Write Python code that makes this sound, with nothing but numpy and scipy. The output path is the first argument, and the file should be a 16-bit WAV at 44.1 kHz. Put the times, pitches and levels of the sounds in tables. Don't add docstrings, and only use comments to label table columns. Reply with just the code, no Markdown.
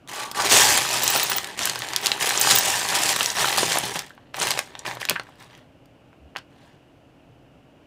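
import sys
import numpy as np
from scipy import signal
from scipy.fft import rfft, irfft
from scipy.io import wavfile
from scipy.ndimage import uniform_filter1d

SR = 44100
rng = np.random.default_rng(int(sys.argv[2]) if len(sys.argv) > 2 else 0)


def master(y):
    cut = np.clip(np.atleast_2d(y).T, -1, 1)
    pcm = np.round(cut * 32767)
    wavfile.write(sys.argv[1], SR, pcm.astype(np.int16))


N = 346626
TIME = np.arange(N) / SR
RING = 2048


def undb(db):
    return 10 ** (np.asarray(db) / 20)


def unit(x):
    return x / np.sqrt(np.sum(x ** 2))


def fade(t60, size):
    return np.exp(-np.log(1000) * TIME[:size] / t60)


def swell(centre, length):
    return np.exp(-(2 * (TIME - centre) / length) ** 2)


def ring(x, response):
    return signal.fftconvolve(x, response)[:N]


def octaves(size):
    return np.log2(np.maximum(np.fft.rfftfreq(size, 1 / SR), 1))


def colour(points, size):
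    hz, db = np.transpose(points)
    return np.interp(octaves(size), np.log2(hz), db)


def ripple(size):
    course = uniform_filter1d(uniform_filter1d(rng.standard_normal(size), size=30), size=20)
    return course / course.std()


def catching(rate):
    steps = np.clip(rng.standard_normal(2000), -1.7, 1.7)
    return np.interp(TIME * rate, np.arange(len(steps)), steps)


def modes(table, size=16384):
    t = TIME[:size]
    total = np.zeros(size)
    for k, (hz, db, t60) in enumerate(table):
        total += (-1) ** k * undb(db) * fade(t60, size=size) * np.sin(2 * np.pi * hz * t)
    return unit(total)


def pulse(db):
    cepstrum = irfft(np.log(undb(db)))
    cepstrum[1:RING // 2] *= 2
    cepstrum[RING // 2 + 1:] = 0
    return unit(irfft(np.exp(rfft(cepstrum))))


def contact(db, uneven_db, scatter, scatter_t60, meet_s):
    click = rfft(pulse(db + uneven_db * ripple(len(db))))
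    lag_s = meet_s * (1.4 + np.tanh(ripple(len(db))))
    phase = -2 * np.pi * np.cumsum(lag_s) * SR / RING
    click = irfft(click * np.exp(1j * phase))[:RING // 2]
    echoes = scatter * unit(rng.standard_normal(RING) * fade(scatter_t60, size=RING))
    echoes[0] = 1
    return unit(signal.fftconvolve(click, echoes)[:RING])


# (frequency [Hz], relative level [dB])
AIR_COLOUR = [(15, -37.5), (25, -14.5), (97, -5), (127, 0), (206, -9.5), (277, -1.5), (394, -12), (607, -9),
              (1230, -22.5), (1370, -20.5), (2050, -27), (2500, -23), (2900, -20), (3200, -27.5),
              (3820, -34), (14800, -48.5), (16000, -53)]


def air():
    noise = irfft(rfft(rng.standard_normal(N)) * undb(colour(AIR_COLOUR, size=N)), N)
    return undb(-53) * noise / noise.std()


def room(x, t60, wet_db, dull_hz):
    size = SR // 2
    tail = rng.standard_normal(size) * fade(t60, size=size)
    tail = tail * (TIME[:size] > .003)
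    tail = signal.lfilter(*signal.butter(1, dull_hz, fs=SR), tail)
    return undb(wet_db) * ring(x, unit(tail))


# (time [s], level [dB], pitch [Hz], length [s])
PHONE_BUMPS = [(6.251, -46, 70, 0.077)]


def handling():
    total = np.zeros(N)
    for s, db, hz, length in PHONE_BUMPS:
        total += undb(db) * swell(s, length) * np.sin(2 * np.pi * hz * (TIME - s))
    return total


# (pitch [Hz], relative level [dB], t60 [s])
TUB_MODES = [(122.3, 3, 0.29), (175, 1, 0.17), (411.7, -18, 0.04)]
# (time [s], drive into the floor [dB])
FLOOR_PRESS = [(.35, -21), (.6, -23.5), (1.3, -18.5), (3.0, -21.5), (3.55, -10), (3.8, -17.5), (4.4, -17),
               (5.1, -9)]
TUB_SWAY_S = 0.00247


def tub(stones):
    press_db = np.interp(TIME, *np.transpose(FLOOR_PRESS))
    boom = ring(stones * undb(press_db), modes(TUB_MODES))
    return np.interp(TIME - TUB_SWAY_S * catching(rate=11), TIME, boom)


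# (pitch [Hz], relative level [dB], t60 [s])
WALL_MODES = [(879, -1, 0.035), (1163, -3, 0.063), (1468, -5, .03)]
# (time of the crest [s], length [s], level of the friction noise [dB])
WALL_SCRAPES = [(0.21, 0.18, -37), (0.398, .075, -25)]


def scrape():
    friction = sum(undb(db) * swell(s, length) for s, length, db in WALL_SCRAPES)
    return ring(rng.standard_normal(N) * friction, modes(WALL_MODES))


# (start [s], length [s], time between touches [s], mean level of the note [dB])
CHIP_TOUCHES = [(1.035, .35, 0.0654, -13.5), (2.396, .03, 0.017, -13.5), (2.552, .045, .032, -8.5)]
CHIP_HZ, CHIP_T60_S = 14920, 0.035


def chip():
    out = np.zeros(N + 2 * RING)
    t = TIME[:2 * RING]
    for start, length, gap, db in CHIP_TOUCHES:
        for s in np.arange(start, start + length, gap):
            hz = CHIP_HZ * (1 + .006 * rng.standard_normal())
            force = undb(db + rng.standard_normal())
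            note = fade(CHIP_T60_S, size=len(t)) * np.sin(2 * np.pi * hz * t)
            chatter = rng.standard_normal(len(t)) * fade(0.04, size=len(t))
            touch = unit(signal.fftconvolve(chatter, note)[:len(t)])
            i = int(s * SR)
            out[i:i + len(t)] += force * np.linalg.norm(note) * touch
    return out[:N]


# (time [s], level [dB, before the common lift],
# centre of the contact's spectrum [Hz], its spread [octaves])
STONE_KNOCKS = [(0.0755, -41, 3520, 1.2), (0.314, -26.5, 2800, 2.6), (0.4017, -21, 1830, 1.1),
                (0.7515, -24, 3000, 1.8), (0.776, -12.5, 4600, 1.5), (0.851, -22, 1300, 1.6),
                (1.034, -20, 7100, 0.79), (1.153, -21.5, 910, 0.48), (1.1975, -17.5, 5100, 1.3),
                (1.2305, -18, 4030, 2.4), (1.0783, -13, 7040, 0.78), (1.1605, -15.5, 1590, 2.4),
                (1.3177, -19, 2970, 1.5), (1.3833, -18.5, 3200, 1.1), (1.2985, -21.5, 5000, 1.4),
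                (1.4443, -25.5, 4310, 1.1), (1.5912, -21, 3450, 1.3), (1.611, -24.5, 1210, 1.2),
                (1.6325, -24.5, 5540, 0.47), (1.6552, -16.5, 8800, 0.87), (1.673, -20, 4800, 1.4),
                (1.6969, -18.5, 4260, 0.97), (1.7574, -23.5, 1600, 1.9), (1.7902, -30, 9700, 0.88),
                (1.8201, -24, 1940, 1.4), (1.887, -28.5, 4500, 1), (1.9343, -22.5, 2860, 1.5),
                (1.9622, -13.5, 5450, 0.93), (2.0598, -14.5, 5500, 0.86), (2.0681, -14, 5820, 0.94),
                (2.1175, -14, 3430, 0.62), (2.2253, -20.5, 2140, 0.96), (2.273, -23.5, 7450, 1.2),
                (2.2922, -16.5, 8950, 1.8), (2.3069, -18.5, 1810, 0.95), (2.3758, -18, 6700, 0.45),
                (2.4132, -13.5, 7350, 0.4), (2.449, -22, 960, 0.95), (2.4728, -17, 1020, 0.47),
                (2.5105, -9.5, 4370, 1.3), (2.5605, -11, 7000, 1.1), (2.5858, -17.5, 7000, 0.7),
                (2.8882, -21, 5840, 0.99), (2.9576, -20, 4200, 2.1), (3.0355, -18.5, 7400, 0.75),
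                (3.092, -20.5, 3100, 0.69), (3.1621, -17, 3040, 2.6), (3.2075, -20, 1500, 0.8),
                (3.2083, -17, 3120, 0.36), (3.2304, -19, 6150, 1), (3.2597, -16, 5830, 0.92),
                (3.3024, -22.5, 5870, 0.46), (3.4445, -16, 1570, 0.72), (3.486, -21.5, 3500, 0.6),
                (3.5275, -23, 2700, 0.65), (3.5805, -17, 940, 0.58), (3.5842, -16.5, 5070, 1.05),
                (3.6305, -15, 1150, 1.23), (3.7205, -20.5, 3140, 1.1), (3.758, -22, 820, 0.4),
                (3.7718, -15.5, 2100, 1.55), (3.7862, -19, 9900, 0.67), (3.9917, -22, 5630, 1.3),
                (4.065, -48, 8500, 0.74), (4.105, -41.5, 1620, 0.18), (4.178, -43, 1200, 0.83),
                (4.3436, -27, 2065, 1.03), (4.4, -25.5, 7450, 0.27), (4.42, -23, 5400, 1.1),
                (4.429, -23.5, 7340, 0.35), (4.4705, -19, 4500, 1.5), (4.5067, -16, 4060, 1.1),
                (4.515, -18, 3840, 1.14), (4.5751, -22.5, 1580, 1.46), (4.5905, -15, 3600, 1.96),
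                (4.7523, -31.5, 1850, 0.97), (4.7919, -34, 6600, 0.38), (4.854, -27.5, 1420, 1),
                (4.8635, -27.5, 2480, 0.9), (4.887, -31, 2000, 1.2), (4.912, -27, 2200, 1),
                (4.9705, -30, 1150, 1.15), (5.0163, -25, 1720, 1.15), (5.029, -28, 2040, 0.27),
                (5.0522, -23, 3300, 1.47), (5.088, -21, 2730, 0.51), (5.0964, -13, 6540, 1.26),
                (5.1083, -19.5, 1380, 1.7), (5.113, -21.5, 1200, 1.5), (5.157, -29, 1650, 0.82),
                (5.1612, -22.5, 1800, 0.52), (5.1655, -30, 1740, 0.6), (5.1715, -37, 1600, 0.82),
                (5.1969, -24, 1520, 1.15), (5.269, -48, 1800, 0.59), (5.289, -45.5, 1200, 0.5),
                (5.418, -45, 1090, 1), (5.425, -46, 3980, 1.5), (5.551, -48, 3740, 0.75),
                (5.857, -55.5, 5000, 1.8), (6.13, -49.5, 1200, 1.1), (6.353, -39, 1406, 0.74),
                (6.3617, -24, 1310, 1), (6.3684, -29, 2080, 1.23), (6.381, -43, 4530, 1),
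                (6.3865, -39, 2200, 1.4), ]
KNOCK_LIFT_DB = 21.5


def knocks(table):
    out = np.zeros(N + RING)
    for s, db, hz, spread in table:
        away = octaves(RING) - np.log2(hz)
        peak = -4.3 * (away / max(spread, .2)) ** 2
        skirts = -22 - 6 * abs(away)
        bell = np.maximum(peak, skirts) - 3 * np.maximum(away, -3)
        crunch = .35 + .35 * spread ** 2
        click = contact(bell, uneven_db=2, scatter=crunch, scatter_t60=.016, meet_s=.0002)
        tones = [(hz * ratio * (1 + .02 * rng.standard_normal()), 0, .015) for ratio in (.87, 1, 1.13)]
        loose = np.exp(-spread ** 2)
        click = np.hypot(1, loose) * unit(click + loose * modes(tones, size=RING))
        i = int(s * SR)
        out[i:i + RING] += undb(db + KNOCK_LIFT_DB) * click
    return out[:N]


def tumbling(level_db, per_second, over_db, hz, scatter_octaves):
    rows = []
    for k, (moment, force, pitch, spread) in enumerate(rng.random((300, 4))):
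        s = (k + moment) / per_second
        if s >= TIME[-1]:
            continue
        db = level_db[int(s * SR)] + over_db + 6 * (force - .5)
        if db > -60:
            rows.append((s, db, hz * 2 ** (scatter_octaves * (4 * pitch - 2)), 0.61 + 1.6 * spread))
    return knocks(rows)


# (start [s], build-up [s], easing off [s],
# crest of the large stones [dB, before the pile's mix],
# small stones over large [dB, at the usual push])
HAND_STROKES = [(0.085, 0.15, 0.024, -34.5, 0.5), (0.348, 0.065, 0.042, -28, 0.5),
                (0.443, 0.014, 0.057, -24.5, -1.5), (0.496, 0.032, 0.25, -19.5, 2.5),
                (0.805, 0.016, 0.093, -30.5, 2.5), (0.874, 0.053, 0.16, -28.5, 3),
                (1.021, 0.11, 0.16, -28.5, 4), (1.295, 0.018, 0.067, -29, 0.5),
                (1.42, 0.056, 0.067, -37, -5), (1.575, 0.046, 0.12, -30, -0.5),
                (1.771, 0.021, 1, -35.5, -4), (2.027, 0.013, 0.073, -28.5, -2),
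                (2.197, 0.012, 0.61, -28.5, 1), (2.411, 0.1, 0.068, -26.5, 7.5),
                (2.57, 0.11, 0.13, -29, 5.5), (2.818, 0.11, 0.022, -27.5, -1), (2.94, 0.01, 0.1, -27, 2),
                (3.018, 0.074, 0.063, -27, 5), (3.18, 0.021, 0.11, -29.5, 3), (3.347, 0.063, 0.17, -26, 0),
                (3.559, 0.02, 0.14, -28, 4), (3.69, 0.032, 0.08, -27, -0.5),
                (3.824, 0.012, 0.094, -31, -0.5), (3.938, 0.024, 0.0085, -28.5, -1.5),
                (4.07, 0.014, 0.25, -62, -13), (4.341, 0.043, 0.013, -34.5, -5.5),
                (4.389, 0.029, 0.11, -26.5, -2), (4.57, 0.011, 0.01, -39, 6),
                (4.65, 0.14, 0.081, -47.5, -11), (4.849, 0.025, 0.05, -32, -6.5),
                (5.0, 0.0079, 0.025, -37, 1), (5.089, 0.0056, 0.016, -30.5, -7),
                (5.24, 0.028, 0.14, -57.5, -4), (5.385, 0.041, 0.026, -48.5, -2.5),
                (5.495, 0.019, 0.075, -51, -8.5), (6.5, 0.15, 0.088, -58.5, -3.5)]
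GRIP_S, SETTLE_DB_PER_S = 0.014, 168
BUILD_DB, EASE_DB = 6.5, 5.5
USUAL_PUSH_DB = -30
SMALL_GROWTH = 0.22


def push():
    large, small = 1e-10, 1e-10
    for s, build, ease, db, small_db in HAND_STROKES:
        age = TIME - s
        moments = [-GRIP_S, 0, build, build + ease]
        course = db + np.interp(age, moments, [-60, -BUILD_DB, 0, -EASE_DB], left=-200)
        settling_s = np.maximum(age - build - ease, 0)
        course = np.maximum(course - SETTLE_DB_PER_S * settling_s, -150)
        small_course = course + small_db + SMALL_GROWTH * (course - USUAL_PUSH_DB)
        large = large + undb(course) ** 2
        small = small + undb(small_course) ** 2
    return 10 * np.log10(large), 10 * np.log10(small)


def pebble(spectrum, uneven_db, ring_hz, ring_db, ring_t60):
    db = colour(spectrum, size=RING)
    click = contact(db, uneven_db, scatter=.55, scatter_t60=.014, meet_s=.0002)
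    hz = min(ring_hz * 2 ** rng.uniform(-1, 1), 14000)
    return unit(click + undb(ring_db) * modes([(hz, 0, ring_t60)], size=RING))


STONES_PER_S = 200


def rattle(level_db, stones, rate, spread_db, bunch_db, count=24):
    bunches = np.repeat(rng.standard_normal(N // 256 + 1), 256)
    bunches = uniform_filter1d(bunches, size=128)[:N]
    per_second = rate * undb(.35 * np.maximum(level_db - USUAL_PUSH_DB, 0))
    at = np.flatnonzero(rng.random(N) < per_second / SR)
    uneven = np.minimum(rng.exponential(size=N), 4)
    force = undb(spread_db * uneven + bunch_db * bunches)[at]
    energy = np.bincount(at, force ** 2, N)
    share = uniform_filter1d(uniform_filter1d(energy, size=1800), size=1100)
    sign = rng.choice([-1, 1], N)[at]
    force = force * undb(level_db[at]) / np.sqrt(share[at]) * sign
    which = (TIME * STONES_PER_S + count * rng.random(N)).astype(int) % len(stones)
    out = np.zeros(N + RING)
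    for i, f in zip(at, force):
        out[i:i + RING] += f * stones[which[i]]
    return out[:N]


# (frequency [Hz], relative level [dB])
LARGE_COLOUR = [(60, -21.5), (250, -14.5), (420, 0), (560, -6), (780, 3), (1150, 0.5), (1400, -6),
                (1800, 3.5), (2400, -5), (3100, -4), (4200, -8.5), (8000, -38)]
SMALL_COLOUR = [(800, -13), (2200, 0), (3300, 2), (4500, 0), (5700, 2.5), (8000, 1.5), (10000, -3),
                (13000, -10), (14200, -9.5), (15000, -12.5)]


def pile(count=420):
    large_db, small_db = push()
    slip_db = 0.83 * catching(rate=40)
    large_stones = [pebble(LARGE_COLOUR, uneven_db=6.0, ring_hz=1190, ring_db=-8.5, ring_t60=0.02)
                    for _ in range(count)]
    small_stones = [pebble(SMALL_COLOUR, uneven_db=5.5, ring_hz=4658, ring_db=-5.5, ring_t60=0.031)
                    for _ in range(count)]
    large = rattle(large_db + slip_db, large_stones, rate=650, spread_db=2.0, bunch_db=-0.5)
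    small = rattle(small_db + slip_db, small_stones, rate=950, spread_db=1.0, bunch_db=0.84)
    loose = tumbling(large_db, per_second=16, over_db=2.0, hz=3588, scatter_octaves=0.98)
    return undb(0.62) * large + undb(1.12) * small + loose


def scene():
    sliding = pile()
    struck = knocks(STONE_KNOCKS)
    boom = tub(sliding + undb(-9.5) * struck)
    near = sliding + struck + chip() + scrape() + boom
    near = signal.lfilter(*signal.butter(2, 72, "high", fs=SR), near)
    tail = room(near, t60=0.14, wet_db=-14.5, dull_hz=5500)
    return (near + tail + air() + handling())[None]


TOP_HZ = 15400


def record(dry):
    top_cut = signal.ellip(8, .2, 70, TOP_HZ, fs=SR, output="sos")
    return signal.sosfilt(top_cut, np.clip(dry, -.85, .85))


dry = scene()
out = record(dry)
master(out)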